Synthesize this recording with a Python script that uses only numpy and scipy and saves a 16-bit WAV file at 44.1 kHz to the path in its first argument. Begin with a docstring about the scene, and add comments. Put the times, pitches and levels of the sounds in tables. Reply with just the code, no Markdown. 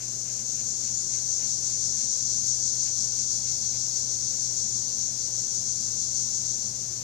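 """A night insect rasps close to a porch, about six wing strokes a second, over a chorus of its neighbours.
Each stroke is a train of clicks, a scraper catching on a file, that rings the wings and echoes between
the walls, mostly on the left. Now and then the song rings out on one pitch. Lower down, a far katydid
scrapes faintly; behind it a motor hums, a low rumble fades in and the night air hisses."""
import sys
import numpy as np
from scipy import signal
from scipy.fft import rfft, irfft
from scipy.io import wavfile

SR = 44100
rng = np.random.default_rng(int(sys.argv[2]) if len(sys.argv) > 2 else 0)


def wav_record(signal):
    """Record a signal, one row per channel, as 16-bit PCM in the file named by sys.argv[1]."""
    frames = np.transpose(np.atleast_2d(signal))
    bounded = np.clip(frames, -1, 1)
    # unit amplitude maps onto the largest positive 16-bit level
    quanta = np.round(bounded * 32767).astype(np.int16)
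    wavfile.write(sys.argv[1], SR, quanta)


N = 310023
T = np.arange(N) / SR
FREQS = np.maximum(np.arange(N // 2 + 1) * SR / N, 1)


def undb(db):
    """Decibels to gain."""
    return 10 ** (np.asarray(db) / 20)


def unit(x):
    """Scale each channel to rms 1."""
    return x / np.sqrt(np.mean(x ** 2, axis=-1, keepdims=True))


def over_hz(table, column=1):
    """A table column joined by straight lines over log frequency."""
    table = np.array(table)
    return np.interp(np.log(FREQS), np.log(table[:, 0]), table[:, column])


def colour(x, gain):
    """Filter by a gain for every frequency."""
    return irfft(rfft(x) * gain, N)


def resonance(hz, width):
    """Noise ringing in one steep-sided resonance."""
    peak = 1 / (1 + ((FREQS - hz) / (.75 * width)) ** 2)
    return unit(colour(rng.standard_normal(N), peak))


def walk(rate_hz):
    """A smooth random wander of spread 1."""
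    return unit(colour(rng.standard_normal(N), np.exp(-(FREQS / rate_hz) ** 2)))


def tone(hz, db):
    """A sine of the given rms level whose phase drifts a little."""
    return undb(db) * np.sqrt(2) * np.sin(2 * np.pi * (hz * T + rng.random()) + 0.14 * walk(4.3))


def bursts(table, length_s):
    """A rounded swell of the given length for every row of centre in seconds and level in dB."""
    return np.sqrt(sum(undb(2 * db) * np.exp(-(2 * (T - s) / length_s) ** 2) for s, db in table))


def clicks(rate_hz, wander, scatter_db):
    """The scraper catches on the file at a wandering rate; every catch has its own force."""
    teeth_passed = np.cumsum(rate_hz * np.exp(wander * walk(14))) / SR + rng.random()
    catches = np.diff(np.floor(teeth_passed), prepend=0)
    return unit(catches * undb(scatter_db * rng.standard_normal(N)))


def porch(x, t60, direct_db):
    """Direct sound plus dense wall echoes, a different pattern at each ear."""
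    t = T[:SR // 2]
    echo = rng.standard_normal((2, len(t))) * undb(-60 * t / t60)
    echo /= np.sqrt(np.sum(echo ** 2, axis=1, keepdims=True))
    echo[:, 0] += undb(direct_db)
    return unit(signal.fftconvolve(x[None], echo, axes=1)[:, :N])


def standing_waves(width_hz=24, ripple_db=3.3, spacing_hz=12):
    """Gain of the modes between the walls: a few strong ones, mostly left, and countless weak ones."""
    # The strong modes. Each row: frequency in Hz, boost at the left ear in dB.
    modes = [(5642, 6), (5776, 5.5), (5837, 3.5), (5931, 3), (5962, 3.5), (6186, 9.5), (6292, 2.5),
             (6348, 2.5), (6452, 3.5), (6789, 4.5), (6821, 5.5), (6908, 4), (7032, 5), (7106, 6), (7398, 9),
             (7580, 6)]
    knots = np.arange(0, SR / 2, spacing_hz)
    heights = np.clip(rng.standard_normal((len(knots), 2)), -2, 2)
    ripple = np.array([np.interp(FREQS, knots, ear) for ear in heights.T])
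    strong_db = sum(db * np.exp(-(2 * (FREQS - hz) / width_hz) ** 2) for hz, db in modes)
    weak_db = ripple_db * ripple * np.exp(-np.abs(strong_db) / 2)  # smoothed out under a strong mode
    return undb(weak_db + strong_db * np.array([[1], [.5]]))


def air():
    """Distant outdoor noise and microphone hiss: centred in the lows, wide in the highs."""
    # Colour of the noise. Each row: frequency in Hz, level of the mid signal in dB per Hz.
    spectrum = [(15, -87), (40, -84.5), (80, -78), (130, -77.5), (230, -77), (320, -83.5), (430, -87),
                (600, -86.5), (850, -90), (1200, -94), (2900, -96), (10000, -104), (12500, -100.5),
                (15500, -102)]
    # How alike the ears are. Each row: frequency in Hz, correlation.
    likeness = [(60, 0.86), (130, 0.99), (290, 0.81), (640, 0.74), (1400, 0.4), (3000, 0)]
    # Stereo balance. Each row: frequency in Hz, left minus right in dB.
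    balance = [(60, -2), (300, 1.2), (2400, 2), (9000, 10), (12000, -3.5)]
    alike = np.clip(over_hz(likeness), 0, 1)
    gain = undb(over_hz(spectrum)) * np.sqrt(SR / 2)
    mid = colour(rng.standard_normal(N), gain)
    side = colour(rng.standard_normal(N), gain * np.sqrt((1 - alike) / (1 + alike)))
    pan_db = over_hz(balance) / 2
    flutter = undb(0.59 * walk(15.0))
    return colour(np.array([mid + side, mid - side]), undb([pan_db, -pan_db])) * flutter


def rumble(fade_s=(0.96, 1.52), fade_db=(-72, -60)):
    """A low, far rumble that fades in and stays."""
    return resonance(hz=88.5, width=37) * undb(np.interp(T, fade_s, fade_db))


def motor(drone_hz=119.5, drone_db=-51, waver_db=0.4):
    """A steady mains drone, weaker shaft lines, and fan air ringing in its housing."""
    # Brief swells in the low hum, as when nearby noise beats against a steady drone.
    # Each row: centre in seconds, level of the added hum in dB.
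    swells = [(.94, -50), (2.5, -64), (3.76, -55), (4.74, -49), (5.41, -56), (5.53, -59)]
    hum = tone(drone_hz, waver_db * walk(4.9)) * (undb(drone_db) + bursts(swells, length_s=0.04))
    # Shaft lines. Each row: frequency in Hz, average level in dB.
    shaft_lines = [(56.5, -79), (79.2, -70.5), (170.2, -73), (202.5, -69), (212.3, -69), (222, -72.5),
                   (887.6, -79.5)]
    shaft = sum(tone(hz, db + 3 * walk(4.3)) for hz, db in shaft_lines)
    # Fan housing resonances. Each row: frequency in Hz, width in Hz, level in dB.
    housing = [(122.7, 8.3, -60.5), (212.4, 10.4, -62.5), (370.8, 13, -64), (504, 28, -64.5),
               (586, 10, -73)]
    fan = sum(undb(db) * resonance(hz, width) for hz, width, db in housing)
    return (hum + shaft + fan) * undb([[.4], [-.4]])


def katydid():
    """Short dry scrapes from far off, in two bouts, some firmer than others."""
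    # Colour of the rasp. Each row: frequency in Hz, relative level in dB.
    spectrum = [(900, -20), (1200, -12), (1550, 14.5), (1800, 5.5), (2300, 14.5), (2850, 12.5), (3400, 5),
                (3900, -30)]
    # The scrapes. Each row: centre in seconds, relative level in dB, length in seconds.
    scrapes = [(.02, -57, 0.069), (0.297, -58, 0.055), (.4, -59.5, .055), (.595, -56, .055),
               (.875, -59, 0.074), (1.155, -57.5, .064), (1.43, -56.5, 0.075), (1.73, -59.8, 0.06),
               (2.01, -59, .055), (2.88, -58, .045), (3.2, -58, .04), (3.485, -58, 0.059),
               (3.75, -57.3, 0.031)]
    rasp = porch(clicks(rate_hz=240, wander=0.085, scatter_db=3.5), t60=0.18, direct_db=-7.5)
    envelope = sum(bursts([(s, db)], length) for s, db, length in scrapes)
    return unit(colour(rasp, undb(over_hz(spectrum)))) * envelope * undb([[2], [.5]])


def ringing(right_db=-30):
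    """Narrow, pitched swells that stand out of the chorus, on the left."""
    # Each row: centre in seconds, pitch in Hz, width in Hz, length in seconds, left level in dB.
    rings = [(.6, 6450, 350, 0.67, -35), (0.965, 6830, 140, 0.096, -31), (1.32, 6190, 100, 0.18, -29),
             (2.15, 5940, 350, 0.81, -33), (2.494, 6300, 140, 0.094, -30), (3.02, 5810, 140, 0.061, -28.5)]
    swells = sum(resonance(hz, width) * bursts([(s, db)], length) for s, hz, width, length, db in rings)
    return swells * undb([[0], [right_db]])


def other_singers(count=20):
    """Neighbours buzz on, each at its own click rate and stroke rate, blurred by distance."""
    crowd = 0
    for _ in range(count):
        stroke_hz = rng.uniform(9, 24) * (1 + 0.075 * walk(0.85))
        pulsing = 1 + 0.13 * np.sin(2 * np.pi * np.cumsum(stroke_hz) / SR)
        buzz = clicks(rate_hz=rng.uniform(105, 300), wander=.1, scatter_db=1.4)
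        crowd = crowd + porch(buzz * pulsing, t60=0.37, direct_db=-15)
    return unit(crowd)


def near_singer():
    """Each wing stroke is a swelling train of clicks; the finer teeth of the file sizzle between them."""
    # Wing strokes. Each row: centre in seconds, relative force in dB.
    strokes = [(.145, -14), (.338, -4), (.503, 0), (.68, -1), (.836, -1), (.987, -1), (1.138, -1),
               (1.313, 0), (1.497, 0), (1.666, -1), (1.837, 0.5), (1.996, -1.5), (2.122, -1.5),
               (2.316, -1.5), (2.478, -0.5), (2.667, 0), (2.823, 0.5), (3.005, -0.5), (3.187, -0.5),
               (3.324, 1), (3.493, -0.5), (3.632, -2), (3.794, -1.5), (3.964, 0), (4.116, -3), (4.268, -3),
               (4.434, -1.5), (4.586, -0.5), (4.744, -1), (4.886, -3.5), (5.009, -2.5), (5.224, -2.5),
               (5.383, -1), (5.545, 0), (5.694, -1.5), (5.833, -1.5), (6.019, -0.5), (6.178, 1),
               (6.349, -1), (6.497, -1), (6.644, -2.5), (6.8, -2), (6.943, -2)]
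    rasp = clicks(rate_hz=128, wander=.07, scatter_db=1.3)
    sizzle = undb(-12) * clicks(rate_hz=560, wander=.2, scatter_db=-0.5)
    return porch(bursts(strokes, length_s=0.073) * (rasp + sizzle), t60=0.34, direct_db=-8)


def chorus(near_db=-4, pivot_hz=6250, crossover_hz=900):
    """All singers ring with one wing colour; the song swells and its weight shifts around the pivot."""
    # Wing resonance. Each row: frequency in Hz, relative level in dB at the left ear, then the right.
    wings = [(2720, -108, -108), (3050, -103, -103), (3323, -86.5, -84), (3640, -87, -86.5),
             (4010, -78, -79), (4180, -73, -81), (4500, -71.5, -80.5), (4980, -68, -79.5), (5470, -66, -76),
             (5640, -60, -74.5), (5950, -57, -73.5), (6400, -57, -71), (6820, -58.5, -78.5),
             (7135, -61.5, -73), (7520, -68, -74), (7860, -76, -75.5), (8360, -75, -80.5),
             (9250, -85, -80.5), (9320, -83.5, -83.5), (9790, -100, -87.5), (10200, -125, -115)]
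    # Swell of the whole chorus. Each row: time in seconds, relative level in dB.
    swell = [(0, -31.5), (.25, -33), (.5, -32.5), (1.35, -30), (2.55, -28.5), (3.3, -30), (4.6, -30),
             (5.2, -31), (6.45, -30), (6.68, -32.5), (7.03, -34.5)]
    # Tilt around the pivot. Each row: time in seconds, low side over high side in dB.
    tilt = [(0, -1.5), (1, -0.5), (3.5, 2), (6.2, 0.4), (7.03, 1)]
    level_db = np.interp(T, *np.transpose(swell)) - 0.5
    tilt_db = np.interp(T, *np.transpose(tilt))
    wing_gain = undb([over_hz(wings, column=1), over_hz(wings, column=2)])
    singers = undb(near_db) * near_singer() + other_singers()
    song = colour(singers, wing_gain * standing_waves())
    song /= np.std(song.mean(axis=0))
    low = colour(song, np.clip(.5 + (pivot_hz - FREQS) / crossover_hz, 0, 1))
    high = song - low
    return (low * undb(tilt_db / 2) + high * undb(-tilt_db / 2)) * undb(level_db)


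def scene():
    """Insects over the hum and the night air."""
    return chorus() + ringing() + katydid() + motor() + rumble() + air()


def record(dry):
    """A steep low-pass cuts the top of the hiss."""
    top_hz = 15350
    return signal.sosfilt(signal.ellip(12, .1, 90, top_hz, fs=SR, output="sos"), dry)


dry = scene()
out = record(dry)
wav_record(out)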